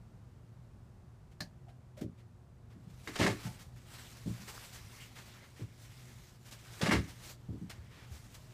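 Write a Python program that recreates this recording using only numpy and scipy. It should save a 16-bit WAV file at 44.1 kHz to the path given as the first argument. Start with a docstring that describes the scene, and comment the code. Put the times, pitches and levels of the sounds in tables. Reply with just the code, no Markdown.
"""A board is shoved into place twice, catching and letting go in runs of ringing knocks.
Someone works close by in a small fibreglass cabin: knees and tools thump the floor and ring the shell,
cloth and hands rustle, scuff and rasp, and a small steel part clicks down. Underneath, an appliance
hums at twice the mains frequency over a quiet rumble; a faint whine sets in near the end."""
import sys
import numpy as np
from scipy import signal
from scipy.fft import rfft, irfft, next_fast_len
from scipy.io import wavfile
from scipy.ndimage import uniform_filter1d, map_coordinates

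SR = 44100
rng = np.random.default_rng(int(sys.argv[2]) if len(sys.argv) > 2 else 0)


def store_pcm(level_fs):
    """Save levels as 16-bit WAV."""
    pcm = np.round(np.clip(level_fs, -1, 1) * 32767).astype(np.int16)
    wavfile.write(sys.argv[1], SR, np.atleast_2d(pcm).T)


N = 376173
TIME_S = np.arange(N) / SR


def amp(db):
    """Decibels to gain."""
    return 10 ** (np.asarray(db) / 20)


def unit(x):
    """Scale to rms 1."""
    return x / np.sqrt(np.mean(x ** 2) + 1e-20)


def spectrum(points):
    """Gain response through (Hz, dB) points on a log frequency axis."""
    hz, db = np.transpose(points)
    return lambda f: amp(np.interp(np.log(f + 1), np.log(hz + 1), db))


def resonances(modes):
    """Causal response of (Hz, width Hz, dB) modes, alternating in sign."""
    return lambda f: sum((-1) ** k * amp(db) * 1j * f * width / (hz * hz - f * f + 1j * f * width)
                         for k, (hz, width, db) in enumerate(modes))


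def curves(rows):
    """One value per sample for each column after the time."""
    times_s, *columns = np.transpose(rows)
    return [np.interp(TIME_S, times_s, column) for column in columns]


def wobble(rate_hz):
    """Smooth random curve, rate_hz knots a second."""
    knots = rng.standard_normal(int(N * rate_hz / SR) + 4)
    return map_coordinates(knots, [TIME_S * rate_hz])


def filtered(x, response):
    """Apply a complex frequency response."""
    size = next_fast_len(len(x) + 8192)
    return irfft(rfft(x, size) * response(np.fft.rfftfreq(size, 1 / SR)), size)[:len(x)]


def noise(response, size=N):
    """Coloured noise of rms 1."""
    return unit(filtered(rng.standard_normal(size), response))


def patchy(x, depth_db):
    """Random gain patches across time and frequency."""
    bins = signal.stft(x, nperseg=512)[2]
    field = uniform_filter1d(uniform_filter1d(rng.standard_normal(bins.shape), 10, 0), 10, 1)
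    return signal.istft(bins * amp(depth_db * unit(field)), nperseg=512)[1][:N]


def add(track, start_s, sound):
    """Mix a sound into the track."""
    start = round(start_s * SR)
    track[start:start + len(sound)] += sound[:len(track) - start]


# Cabin noise. Each row: frequency in Hz, relative density in dB.
RUMBLE_SPECTRUM = [(15, -41), (24, -16.5), (53, -4), (91, -4), (110, -2), (142, -6), (226, -14),
                   (322, -21.5), (400, -23), (754, -26), (1250, -30.5), (2100, -38), (3000, -42),
                   (8000, -46), (15400, -56)]
# Its drift. Each row: time in seconds, relative level in dB.
RUMBLE_LEVELS = [(0.0, -62.5), (2.54, -64.5), (3.32, -60), (3.66, -62), (5.87, -65.5), (7.6, -62),
                 (8.53, -62.5)]


def cabin_rumble():
    """Broad rumble and hiss, drifting in level."""
    level_db, = curves(RUMBLE_LEVELS)
    return amp(level_db + 6.5) * noise(spectrum(RUMBLE_SPECTRUM))


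# Hum lines. Each row: frequency in Hz, mean rms level in dB, frequency wander in Hz.
HUM_LINES = [(120.3, -61, 4.6), (232.3, -77.5, 7.87), (359.7, -78, 1.98)]


def appliance_hum():
    """Three unsteady lines, the strongest at twice the mains frequency."""
    track = np.zeros(N)
    for hz, level_db, wander_hz in HUM_LINES:
        gain = np.sqrt(2) * amp(level_db + 3.5 * wobble(11))
        cycles = hz * TIME_S + np.cumsum(wander_hz * wobble(12)) / SR
        track += gain * np.sin(2 * np.pi * cycles)
    return track


def whine(start_s=8.32, hz=620, level_db=-78, wander_hz=6):
    """A thin, slightly wavering tone sets in."""
    onset = np.clip((TIME_S - start_s) / 0.022, 0, 1)
    gain = amp(level_db + 5.3 * wobble(15))
    cycles = hz * TIME_S + np.cumsum(wander_hz * wobble(15)) / SR
    return onset * gain * np.sin(2 * np.pi * cycles)


# Cloth friction, two bands. Each row: frequency in Hz, relative density in dB.
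CLOTH_BODY = [(300, -3.5), (700, -4.5), (1300, -2.5), (1850, -2), (2200, -1.5), (2600, -5), (3300, -6),
              (4500, -10), (6000, -14), (15400, -26.5)]
CLOTH_TREBLE = [(2500, -2.5), (4000, -1.5), (6000, -1.5), (8000, -3), (9500, -7.5), (13000, -8.5),
                (15400, -13)]
# Cloth and hands sliding. Each row: time in seconds, body level in dB, treble in dB re body.
RUSTLE_LEVELS = [(2.6, -96.5, -4), (3.09, -63, 4), (3.24, -52.5, -1), (3.52, -61.5, 2.5), (3.72, -78, 4.5),
                 (3.85, -71.5, 2), (3.94, -57, 2), (4.2, -64.5, 4), (4.55, -56.5, 2), (4.65, -57, 3.5),
                 (4.7, -63.5, 5.5), (4.91, -62, 1.5), (5.04, -61, 5), (5.11, -65.5, -2),
                 (5.25, -60.5, -0.5), (5.44, -59.5, -9), (5.52, -67.5, -0.5), (5.72, -69.5, -1.5),
                 (5.82, -66.5, 5), (6.28, -69, 5.5), (6.38, -77, 6), (6.55, -65.5, -0.5),
                 (6.79, -57.5, 2.5), (6.93, -58, -2), (7.17, -66.5, 4), (7.31, -58, 7.5),
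                 (7.37, -75.5, 1.5), (7.85, -67.5, -6), (8.0, -67, -5), (8.21, -70.5, 6), (8.53, -69.5, 2)]


def rustle():
    """Fibres slip over each other: fine noise that flickers and changes colour as folds catch."""
    level_db, treble_db = curves(RUSTLE_LEVELS)
    onset = np.clip((TIME_S - RUSTLE_LEVELS[0][0]) / 0.083, 0, 1)
    catch = amp(wobble(45) + 0.82 * wobble(300))
    body = unit(catch * patchy(noise(spectrum(CLOTH_BODY)), depth_db=2.0))
    treble = unit(catch * patchy(noise(spectrum(CLOTH_TREBLE)), depth_db=1.5))
    return onset * amp(level_db) * (body + amp(treble_db) * treble)


# Brief rubs. Each row: start in seconds, body level in dB, treble in dB re body, length in seconds.
SCUFF_STROKES = [(1.312, -71, -4, 0.014), (1.683, -67.5, -12, 0.017), (1.968, -61.5, -4, 0.027),
                 (2.01, -56.5, 0, 0.0083), (2.175, -69.5, -8, 0.032), (2.699, -68.5, -11, 0.034),
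                 (2.898, -71, 2, 0.0098), (3.428, -53.5, -0.5, 0.048), (3.588, -63, 5, 0.037),
                 (3.757, -66, -1, .03), (4.475, -51, 0, 0.024), (4.723, -59.5, 6, 0.044),
                 (5.152, -54.5, -4, 0.046), (5.557, -61.5, -2.5, 0.071), (6.45, -62.5, 3, 0.042),
                 (6.508, -63.5, 10, 0.028), (7.079, -62, 5, 0.028), (7.23, -62, 7.5, 0.04),
                 (7.695, -64, 11, 0.013), (7.899, -60, -25, .15), (8.107, -64.5, 5, 0.068),
                 (8.341, -62, 8, 0.012)]


def scuffs(t60_s=0.12):
    """A sole or sleeve rubs: cloth noise swells, holds and fades into the cabin."""
    track, size = np.zeros(N), SR // 4
    t = TIME_S[:size]
    for start_s, level_db, treble_db, length_s in SCUFF_STROKES:
        swell = 1 - np.exp(-t / (0.12 * length_s))
        fade = amp(-60 * np.maximum(t - length_s, 0) / t60_s)
        body = noise(spectrum(CLOTH_BODY), size)
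        treble = noise(spectrum(CLOTH_TREBLE), size)
        add(track, start_s, amp(level_db) * swell * fade * (body + amp(treble_db) * treble))
    return track


# Singing rubs. Each row: start in seconds, length in seconds, resonance in Hz, level in dB.
RASP_STROKES = [(4.99, 0.075, 2850, -57), (4.975, 0.081, 2150, -59), (5.4, 0.089, 2030, -63),
                (5.76, 0.59, 2100, -71.5)]


def rasps(width_hz=230):
    """Friction noise through one resonance of the rubbed surface, swelling and fading."""
    track = np.zeros(N)
    for start_s, length_s, hz, level_db in RASP_STROKES:
        size = round(length_s * SR)
        band = noise(resonances([(hz, width_hz, 0)]), size)
        add(track, start_s, amp(level_db) * np.hanning(size) ** 0.5 * band)
    return track


def tick(start_s=4.5788, level_db=-34, hz=1300, t60_s=0.006):
    """A tiny hard contact: one damped sine, gone at once."""
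    track, t = np.zeros(N), TIME_S[:SR // 50]
    add(track, start_s, amp(level_db - 60 * t / t60_s) * np.sin(2 * np.pi * hz * t))
    return track


# Hard contact noise, for steel and board. Each row: frequency in Hz, relative density in dB.
CRACK_SPECTRUM = [(500, -2.5), (1500, 1), (3000, -1), (5000, -4.5), (8000, -11), (11000, -18.5),
                  (15400, -27)]
# Steel part. Each row: mode frequency in Hz, width in Hz, gain in dB.
STEEL_MODES = [(660, 55, -1.5), (1726, 84, 2), (4190, 110, 0.5), (4700, 240, -4), (5760, 1200, -13)]
# Its landing. Each row: time in seconds, relative level in dB.
STEEL_LANDINGS = [(1.4057, -31.5)]


def steel_click(ring_t60_s=0.12):
    """The steel part lands and rattles briefly in its broad modes over a bright crack."""
    track, size = np.zeros(N), SR // 4
    t = TIME_S[:size]
    attack = 1 - np.exp(-t / 0.00061)
    crack_decay = amp(-60 * t / 0.037) + amp(-7.5 - 60 * t / 0.16)
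    for time_s, level_db in STEEL_LANDINGS:
        ring = amp(-60 * t / ring_t60_s) * noise(resonances(STEEL_MODES), size)
        crack = noise(lambda hz: spectrum(CRACK_SPECTRUM)(hz) ** 0.48, size)  # flatter, so brighter
        add(track, time_s - 0.001, amp(level_db - 6.5) * attack * (ring + 0.54 * crack_decay * crack))
    return track


# Cabin floor and shell. Each row: mode frequency in Hz, relative gain in dB.
SHELL_MODES = [(58, -1), (74, 6), (92, -2), (112, 5.5), (150, -1.5), (175, 1), (203, -1), (232, -4.5),
               (272, -1.5), (312, -1.5), (360, -3.5), (406, -3), (451, -2), (544, -1.5), (606, 0),
               (665, -6), (714, 0), (790, 1), (880, 4)]
# Soft blows. Each row: time in seconds, relative level in dB, centre in Hz, spread in octaves.
FLOOR_BLOWS = [(1.406, -35, 177, .7), (1.408, -46.5, 636, 0.31), (1.672, -50.5, 716, .16),
               (1.972, -43.5, 557, 0.18), (2.012, -28, 260, 0.69), (2.04, -29, 193, 0.77),
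               (2.71, -57, 380, .3), (2.755, -44, 226, 0.46), (2.866, -38, 160, 0.36),
               (3.074, -34.5, 320, .57), (3.158, -37.5, 450, 0.74), (3.196, -19.5, 300, 1.1),
               (3.213, -19.5, 290, 0.94), (3.241, -21.5, 336, 0.51), (3.264, -20.5, 382, 0.77),
               (3.292, -23.5, 115, 0.25), (3.33, -36, 304, 0.28), (3.451, -27.5, 174, 0.65),
               (3.46, -43, 790, 0.54), (4.263, -23.5, 191, 0.8), (4.299, -32, 175, 0.73),
               (4.40, -38.5, 215, 0.17), (4.849, -39.5, 121, 0.24), (5.596, -38.5, 300, 0.54),
               (5.617, -30, 117, 0.39), (5.896, -40.5, 115, 0.3), (6.811, -28, 436, 0.56),
               (6.824, -21.5, 167, 0.51), (6.859, -25.5, 504, 0.7), (6.885, -21, 232, 0.29),
               (6.912, -22, 398, 1.9), (6.93, -19.5, 270, 0.75), (6.959, -21.5, 85, 0.54),
               (6.979, -26.5, 234, 0.72), (7.06, -45.5, 284, 0.28), (7.489, -27.5, 148, 0.95),
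               (7.53, -34.5, 262, .53), (7.616, -30, 194, 0.54), (7.78, -38, 92, 0.4),
               (8.11, -34.5, 70, .26)]


def floor_thumps(centre_t60_s=0.21):
    """Each blow rings the shell modes near a centre set by where and how softly it lands."""
    track, t = np.zeros(N), TIME_S[:SR // 3]
    hz, mode_db = np.transpose(SHELL_MODES)[:, :, None]
    attack = 1 - np.exp(-t / 0.0066)
    for time_s, level_db, centre_hz, spread_oct in FLOOR_BLOWS:
        gain_jitter, tune_jitter = rng.standard_normal((2, len(SHELL_MODES), 1))
        excitation = np.exp(-(np.log2(hz / centre_hz) / spread_oct) ** 2 / 2)
        strength = amp(mode_db + 1.6 * gain_jitter) * excitation
        t60_s = centre_t60_s * (hz / centre_hz) ** -0.4  # higher modes die sooner
        phase = 2 * np.pi * hz * (1 + 0.015 * tune_jitter) * t + 1.31 * tune_jitter
        ring = (strength * amp(-60 * t / t60_s) * np.sin(phase)).sum(0) / np.linalg.norm(strength)
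        add(track, time_s - 0.003, amp(level_db - 2.0) * attack * ring)
    return track


# Board. Each row: mode frequency in Hz, width in Hz, gain in dB.
BOARD_MODES = [(1100, 75, -0.5), (1330, 120, -5.5), (1707, 140, -1), (2090, 110, -0.5), (2230, 64, -0.5),
               (2806, 150, -9.5)]
# Hard contacts. Each row: time in seconds, relative level in dB, relative board ring in dB.
BOARD_CONTACTS = [(3.0751, -36, 5.5), (3.1355, -46, 6), (3.146, -42, -6), (3.156, -30.5, -12),
                  (3.189, -30, -8), (3.1966, -25.5, -12), (3.2128, -29.5, 7), (3.2211, -27, -2),
                  (3.241, -29, 5.5), (3.2512, -34, -3), (3.2649, -26.5, 8), (3.2714, -31, 3.5),
                  (3.299, -38, -8), (6.5222, -47, -19), (6.814, -26.5, -18), (6.8296, -29, -2),
                  (6.846, -35, -4), (6.8604, -29.5, 5.5), (6.8751, -30, 1), (6.8935, -36, 8.5),
                  (6.904, -37, 7), (6.9118, -25, 7.5), (6.9239, -26, 3), (6.9344, -31, 6), (6.955, -37, 12),
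                  (6.9786, -42, -2), (7.6983, -38.5, -14)]


def board_knocks(early_t60_s=0.09, late_t60_s=0.28):
    """Each contact cracks and strikes the board's modes; close walls smear both into a short tail."""
    track, size = np.zeros(N), SR // 5
    t = TIME_S[:size]
    chatter = unit(amp(1.42 * wobble(220)))  # the sliding board catches and lets go
    struck = filtered(signal.unit_impulse(size), resonances(BOARD_MODES))
    struck /= np.abs(struck).max()
    attack = 1 - np.exp(-t / 0.0031)
    decay = amp(-60 * t / early_t60_s) + amp(-7.5 - 60 * t / late_t60_s)
    for time_s, level_db, ring_db in BOARD_CONTACTS:
        crack = noise(spectrum(CRACK_SPECTRUM), size)
        diffuse_ring = amp(ring_db - 6.5) * noise(resonances(BOARD_MODES), size)
        direct_ring = amp(ring_db + 6) * rng.choice([-1, 1]) * struck
        knock = direct_ring + attack * decay * (crack + diffuse_ring)
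        add(track, time_s - 0.0015, amp(level_db - 7.0) * knock)
    return track * chatter


def scene():
    """All sources, summed to mono."""
    background = appliance_hum() + cabin_rumble() + whine()
    friction = rustle() + scuffs() + rasps()
    impacts = floor_thumps() + board_knocks() + steel_click() + tick()
    return (background + friction + impacts)[None]


CUTOFF_HZ = 15500


def record(dry):
    """Brick-wall low-pass."""
    return filtered(dry[0], lambda hz: hz < CUTOFF_HZ)[None]


dry = scene()
out = record(dry)
store_pcm(out)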